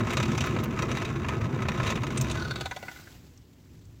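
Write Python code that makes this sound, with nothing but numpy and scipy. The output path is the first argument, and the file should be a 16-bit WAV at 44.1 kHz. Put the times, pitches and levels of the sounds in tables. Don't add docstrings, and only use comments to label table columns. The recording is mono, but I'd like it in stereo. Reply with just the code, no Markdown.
import sys
import numpy as np
from scipy import signal
from scipy.fft import rfft, irfft
from scipy.io import wavfile
from scipy.ndimage import uniform_filter1d, map_coordinates

SR = 44100
rng = np.random.default_rng(int(sys.argv[2]) if len(sys.argv) > 2 else 0)


def convert_level_to_amplitude(level_db):
    exponent = np.asarray(level_db, float) / 20
    return 10 ** exponent


def generate_wav(signal):
    frames = np.transpose(np.atleast_2d(signal))
    scaled = np.clip(frames, -1, 1) * 32767
    pcm = np.round(scaled).astype(np.int16)
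    wavfile.write(sys.argv[1], SR, pcm)


N = 176400

# pitch_hz, level_db (per Hz)
FIRE_SPECTRUM = [(25, -42), (60, -3.5), (92, 0.5), (154, -7.5), (200, -12.5), (270, -11.5), (430, -23),
                 (600, -31), (4400, -65), (6900, -69), (10000, -60), (15000, -42.5)]
# time_s, level_db
FIRE_BASS = [(2.5, -33.5), (2.85, -51), (3.2, -47.5), (3.5, -50), (3.8, -45.5), (4, -49)]
FIRE_REST_DB = -65.5
# start_s, level_db (before the decay), pitch_hz
EMBER_TICKS = [(3.375, -43.5, 5900), (3.7913, -55, 5700), (3.8526, -49, 7040)]
TICK_DECAY_S, TICK_WIDTH_HZ = 0.005, 2600

# time_s, level_db
ROAR_LEVEL = [(0, -26), (.3, -25.5), (.6, -26.5), (.9, -26), (1.2, -29), (1.45, -27), (1.7, -28.5),
              (1.95, -27.5), (2.3, -28.5), (2.5, -33.5), (2.6, -32.5), (2.68, -50), (2.85, -50), (3.2, -73)]
# pitch_hz, level_db (per Hz)
ROAR_SPECTRUM = [(25, -60), (55, -20), (90, -2), (126, 7.5), (160, -4), (185, -9), (215, 1.5), (280, -10),
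                 (350, -2), (450, -11.5), (520, -13), (600, -22.5), (1200, -18), (3000, -77)]
# time_s, level_db
JET_LEVEL = [(0, -50.5), (1.2, -53.5), (2.3, -50.5), (2.75, -44.5), (2.95, -42), (3.12, -45.5),
             (3.22, -51.5), (3.45, -56)]
# pitch_hz, level_db (per Hz)
JET_SPECTRUM = [(500, -8), (2500, -9), (6000, -11), (7800, -12), (8600, -22.5), (11000, -9.5), (14000, -8)]
# pitch_hz, likeness (1 = alike)
PORT_LIKENESS = [(60, .96), (250, 0.97), (600, 0.55), (1500, 0)]

# peak_s, level_db (relative), low_share_db (extra below LOW_HZ)
SHAFT_KNOCKS = [(0.0712, -23, -0.5), (0.1058, -15.5, -6), (0.1343, -17, -4), (0.171, -11, -7),
                (0.2009, -16.5, -2), (0.2291, -15, -10), (.256, -21.5, -6.5), (0.2879, -25.5, -2),
                (0.3187, -21.5, -4.5), (0.3496, -21.5, -5), (0.3787, -13, -8), (0.408, -13, -10),
                (0.4404, -22, -1), (0.471, -23.5, 2), (0.5644, -30, 10), (0.5886, -26.5, 0.5),
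                (0.6389, -23, -8), (0.7084, -28, -9), (0.7907, -18.5, -2), (0.823, -18, -2),
                (0.9164, -17.5, -6), (0.9517, -25, -1), (0.9719, -18, -4.5), (1.0211, -22, 0),
                (1.0515, -21, -7), (1.2461, -39, 16.5), (1.286, -16.5, -4.5), (1.3223, -37.5, 13.5),
                (1.4152, -27.5, 3.5), (1.4438, -29.5, 2), (1.5899, -55.5, 31), (1.6221, -22, 0),
                (1.6547, -42, 17), (1.686, -14.5, -3), (1.719, -27, 4), (1.7999, -31.5, 12.5),
                (1.8331, -18.5, -7), (1.8701, -16, -8), (1.9036, -13, -6.5), (1.9574, -20, -7),
                (1.9735, -31.5, 8.5), (2.0348, -20.5, -0.5), (2.0687, -21, -3), (2.1056, -23.5, -3),
                (2.174, -15.5, -10.5), (2.2119, -19, -22), (2.2677, -30, 4.5), (2.2997, -18.5, -7.5),
                (2.3129, -16, -16), (2.357, -29.5, 6.5), (2.3965, -27.5, -8), (2.4234, -29.5, -1),
                (2.4663, -51, -7), (2.5107, -21.5, -1.5), (2.5586, -22, -1), (2.61, -16.5, -5),
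                (2.6584, -20, -1), (2.7127, -25, 6), (2.7639, -25, -0.5), (2.8275, -31, -2.5),
                (2.848, -42, 3), (2.8836, -38, 12), (2.9144, -33, -5), (2.9605, -46, 5.5),
                (2.9892, -44.5, -1), (3.0726, -54, 11)]
# pitch_hz (middle), resting_level_db, lifted_level_db (relative), t60_s
CASING_MODES = [(655, -3.5, -39, 0.052), (770, -19, 6, 0.033), (1032.5, 1.5, -1, 0.045),
                (1286.5, 1.5, -0.5, 0.031), (1463.6, -6.5, 10.5, 0.043), (1655, -9, -1, 0.021),
                (2002, -7, 3, 0.024), (2197, -1.5, -6, 0.029), (2536, -4, -21.5, 0.03),
                (3480, -9.5, -9.5, 0.041), (3767, -6.5, -6, 0.027), (4258, -28, -10, 0.036),
                (4440, -29.5, -9, 0.013), (5902, -13.5, -11, 0.008), (6580, -17, -17, 0.021),
                (7510, -16, -24, 0.0065)]
# pitch_hz, level_db
CRACK_SPECTRUM = [(300, -27), (500, 3), (800, -10.5), (1500, 4.5), (2700, 4.5), (3700, -6), (4900, -9),
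                  (7600, -11), (8200, -24.5), (9700, -13.5), (11000, -20), (13000, -13), (16500, -22)]
# time_s, load_db (relative), brightness_db (extra above LOW_HZ)
GEAR_LOAD = [(0, -33.5, -6), (.22, -36, 1.5), (.33, -39, 1.5), (.45, -35, 1.5), (.7, -38, -7),
             (.97, -35, -1), (1.18, -38, -5), (1.45, -37.5, -5.5), (1.7, -38.5, -5), (1.88, -31, 0),
             (2.0, -41.5, -2.5), (2.25, -39, 2), (2.45, -41.5, 1.5), (2.7, -52.5, 3), (2.9, -62, -14),
             (3.08, -71, -8), (3.25, -100, -4)]
# peak_s, level_db (relative), lowest_hz
KNOCK_FLARES = [(.135, -19, 9500), (.464, -21, 11000), (.639, -14.5, 10800), (1.577, -51, 11000),
                (2.177, -9, 5640), (2.213, -8.5, 5200), (2.214, -12, 11900), (2.314, -17, 5960)]

LOW_HZ = 2400
HOLLOW_HZ = 900
LIFT_START_S, TURN_START_S, MOVE_TAKES_S = 2.26, 2.5, 0.16
RING_DB, CRACK_DB, LOW_CRACK_DB = 0.5, -1.5, 5
LIFTED_CRACK_DB = -20
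GRIND_RING_DB, GRIND_CRACK_DB = 1, -1
LIFTED_GRIND_RING_DB = 3
MODE_WAVER = 0.35
LEAD_S = 0.0022
CHATTER_PER_S, SCATTER_DB = 4000, 2.5
CHATTER_RISE_S, CHATTER_FALL_S, FLARE_FALL_S = 0.0021, 0.0052, 0.0043
FLARE_SPAN = 1.55
GRIND_PER_S, GRIT_DB = 2500, 3.5
CLUMP_DB, CLUMP_S = 3.2, 0.008

# time_s, left_lag_samples, left_over_right_db, left_phase_lag_rad
BEARING_PATH = [(0, 7.1, 0, 0.28), (2.2, 7.84, -0.5, 0.43), (2.35, 7.45, -2, 0.34), (2.75, 13, -3, 0.52),
                (4, 42, -9, 0.37)]
WALL_DELAY_S, WALL_T60_S, WALL_DB = 0.0022, 0.052, -7.5
# pitch_hz, left_over_right_db
PORT_TILT = [(30, 0), (125, 0), (250, -3), (1000, 0), (6000, -1), (15000, -6)]
# pitch_hz, level_db
MIC_RESPONSE = [(9000, -3), (11000, -15), (14000, -12.5), (15300, -10), (15900, -15), (16500, -50)]


def evened(x):
    return x / np.sqrt(np.mean(x ** 2) + 1e-20)


def read(points, hz):
    f, value = np.transpose(points)
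    return np.interp(np.log(hz + 1), np.log(f + 1), value)


def along(rows, index=1):
    return np.interp(np.arange(N) / SR, [r[0] for r in rows], [r[index] for r in rows])


def colour(x, points):
    level_db = np.maximum(read(points, abs(np.fft.fftfreq(2048, 1 / SR))), -100)
    log_gain = np.log(convert_level_to_amplitude(level_db))
    taps = np.fft.ifft(np.exp(np.conj(signal.hilbert(log_gain)))).real[:1024]
    taps = taps / np.linalg.norm(taps)
    taps = np.broadcast_to(taps, (1,) * (x.ndim - 1) + taps.shape)
    return signal.oaconvolve(x, taps, axes=-1)[..., :N]


def air(spectrum, size, patchy_db, gusty_db):
    hop = size // 4
    frames, hz = N // hop + 5, np.fft.rfftfreq(size, 1 / SR)
    a, b, c, d, patches = rng.standard_normal((frames, len(hz), 5)).T
    patches = uniform_filter1d(uniform_filter1d(patches, size=9, axis=0), size=9, axis=1)
    gusts = evened(uniform_filter1d(rng.standard_normal(frames), size=3))
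    same = np.clip(read(PORT_LIKENESS, hz), -1, 1)[:, None]
    left = a + 1j * b
    right = same * left + np.sqrt(1 - same ** 2) * (c + 1j * d)
    level_db = read(spectrum, hz)[:, None] + patchy_db * evened(patches) + gusty_db * gusts
    z = np.array([left, right]) * convert_level_to_amplitude(level_db)
    return signal.istft(z, nperseg=size, noverlap=size - hop)[1][:, :N]


def muttering_fire():
    fire = air(FIRE_SPECTRUM, size=2048, patchy_db=1.2, gusty_db=0.6)
    bass = signal.sosfiltfilt(signal.butter(2, 450, fs=SR, output="sos"), fire)
    return convert_level_to_amplitude(along(FIRE_BASS)) * evened(bass) + convert_level_to_amplitude(FIRE_REST_DB) * evened(fire - bass)


def embers():
    out, t = np.zeros((2, N)), np.arange(1200) / SR
    r = np.exp(-np.pi * TICK_WIDTH_HZ / SR)
    for start_s, level_db, pitch_hz in EMBER_TICKS:
        slow = signal.lfilter([1], [1, -2 * r, r * r], rng.standard_normal((2, len(t))))
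        tick = evened(slow) * np.sin(2 * np.pi * pitch_hz * t) * np.exp(-t / TICK_DECAY_S)
        at = round(start_s * SR)
        out[:, at:at + len(t)] += convert_level_to_amplitude(level_db) * tick
    return out


def blown_roar():
    return convert_level_to_amplitude(along(ROAR_LEVEL)) * evened(air(ROAR_SPECTRUM, size=2048, patchy_db=1.5, gusty_db=0.8))


def jet_hiss():
    return convert_level_to_amplitude(along(JET_LEVEL)) * evened(air(JET_SPECTRUM, size=512, patchy_db=1.2, gusty_db=1.2))


def signs():
    return rng.choice([-1., 1.], N)


def grit(shape, per_s, spread_db):
    hit = (rng.random(shape) < per_s / SR) * rng.choice([-1., 1.], shape)
    return evened(hit * convert_level_to_amplitude(spread_db * np.minimum(rng.exponential(1, shape), 4)))


def bursts(start_s, fall_s):
    t = np.arange(1500) / SR
    shape = (1 - np.exp(-t / CHATTER_RISE_S)) * np.exp(-t / fall_s)
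    energy = np.linalg.norm(shape)
    chatter = grit((len(start_s), len(t)), CHATTER_PER_S, SCATTER_DB) * shape
    chatter *= energy / np.linalg.norm(chatter, axis=1, keepdims=True)
    at = np.round(start_s[:, None] * SR).astype(int) + np.arange(len(t))

    def play(level_db, hz=None):
        luck = 1
        if hz is not None:
            at_pitch = (chatter * np.exp(2j * np.pi * hz[:, None] * t)).sum(axis=1)
            luck = np.clip(abs(at_pitch) / energy, 0.5, 3)
        played = chatter * (convert_level_to_amplitude(level_db) / luck)[:, None]
        return np.bincount(at.ravel(), played.ravel(), N + len(t))[:N]
    return play


def moved(start_s):
    return np.clip((np.arange(N) / SR - start_s) / MOVE_TAKES_S, 0, 1)


def knock_flares():
    out = np.zeros(N)
    for peak_s, level_db, lowest_hz in KNOCK_FLARES:
        band = signal.butter(3, [lowest_hz, FLARE_SPAN * lowest_hz], "band", fs=SR, output="sos")
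        chatter = bursts(np.array([peak_s - LEAD_S]), FLARE_FALL_S)
        out += signal.sosfilt(band, chatter(np.array([level_db])))
    return out


def gear_grit():
    clumps = evened(uniform_filter1d(rng.standard_normal(N), size=round(CLUMP_S * SR)))
    teeth = grit(N, GRIND_PER_S, GRIT_DB) * convert_level_to_amplitude(CLUMP_DB * np.minimum(clumps, 2))
    return evened(teeth) * convert_level_to_amplitude(along(GEAR_LOAD))


def casing_ring(gears):
    peak_s, level_db, low_db = np.transpose(SHAFT_KNOCKS)
    start_s = peak_s - LEAD_S
    trains = [bursts(start_s, CHATTER_FALL_S) for _ in range(2)]
    scatter, shift = rng.standard_normal((len(start_s), len(CASING_MODES), 2)).T
    latest = np.maximum(np.searchsorted(start_s, np.arange(N) / SR) - 1, 0)
    bright, lifted, turned = convert_level_to_amplitude(along(GEAR_LOAD, index=2)), moved(LIFT_START_S), moved(TURN_START_S)
    grind_gain = convert_level_to_amplitude(GRIND_RING_DB + LIFTED_GRIND_RING_DB * lifted)
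    ring = np.zeros(N)
    for k, (hz, rest_db, lift_db, t60_s) in enumerate(CASING_MODES):
        is_low = hz < LOW_HZ
        fade = np.log(1000) / t60_s
        struck_hz = hz + MODE_WAVER * shift[k] * fade / np.pi
        knock_db = level_db + RING_DB + SCATTER_DB * scatter[k] + low_db * is_low
        drive = trains[k % 2](knock_db, struck_hz)
        drive = drive + grind_gain * gears * signs() * (1 if is_low else bright)
        turn = np.exp(2j * np.pi * np.cumsum(struck_hz[latest]) / SR)
        r = np.exp(-fade / SR)
        mode = (turn * signal.lfilter([np.sqrt(1 - r)], [1, -r], drive / turn + 1e-18)).imag
        change = turned if hz < HOLLOW_HZ else lifted
        ring += mode * convert_level_to_amplitude(rest_db + (lift_db - rest_db) * change)
    return signal.sosfilt(signal.butter(3, HOLLOW_HZ / 2, "high", fs=SR, output="sos"), ring)


def metal_crack(gears):
    peak_s, level_db, low_db = np.transpose(SHAFT_KNOCKS)
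    low, high = (signal.butter(3, LOW_HZ, kind, fs=SR, output="sos") for kind in ("low", "high"))
    bright, thinned = convert_level_to_amplitude(along(GEAR_LOAD, index=2)), convert_level_to_amplitude(LIFTED_CRACK_DB * moved(LIFT_START_S))
    ports = []
    for _ in range(2):
        train = bursts(peak_s - LEAD_S, CHATTER_FALL_S)
        grind = convert_level_to_amplitude(GRIND_CRACK_DB - CRACK_DB) * gears * signs()
        low_crack = (train(level_db + low_db + LOW_CRACK_DB) + grind) * thinned
        high_crack = train(level_db) + grind * bright
        ports.append(signal.sosfilt(low, low_crack) + signal.sosfilt(high, high_crack))
    return convert_level_to_amplitude(CRACK_DB) * colour(np.array(ports), CRACK_SPECTRUM)


def blower():
    gears = gear_grit()
    flares = np.array([knock_flares(), knock_flares()])
    return casing_ring(gears) + metal_crack(gears) + flares


def placed(x):
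    half_gain = convert_level_to_amplitude(along(BEARING_PATH, index=2) / 2)
    turned = (signal.hilbert(x[0]) * np.exp(-1j * along(BEARING_PATH, index=3))).real
    left = map_coordinates(turned, [np.arange(N) - along(BEARING_PATH)], order=3) * half_gain
    direct = np.array([left, x[1] / half_gain])
    t = np.arange(6000) / SR
    tail = grit((2, len(t)), 2500, 2.6) * convert_level_to_amplitude(-60 * t / WALL_T60_S) * (t > WALL_DELAY_S)
    echo = signal.fftconvolve(direct, tail / np.linalg.norm(tail[0]), axes=1)[:, :N]
    return direct + convert_level_to_amplitude(WALL_DB) * echo


def scene():
    return muttering_fire() + embers() + blown_roar() + jet_hiss() + placed(blower())


def top_cut(x):
    return signal.sosfilt(signal.butter(12, 16660, fs=SR, output="sos"), x)


def record(dry):
    hz = np.fft.rfftfreq(N, 1 / SR)
    tilt = convert_level_to_amplitude(read(PORT_TILT, hz) / 2)
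    response = np.array([tilt, 1 / tilt]) * convert_level_to_amplitude(read(MIC_RESPONSE, hz))
    mix = irfft(rfft(dry) * response, N)
    return top_cut(mix)


dry = scene()
out = record(dry)
generate_wav(out)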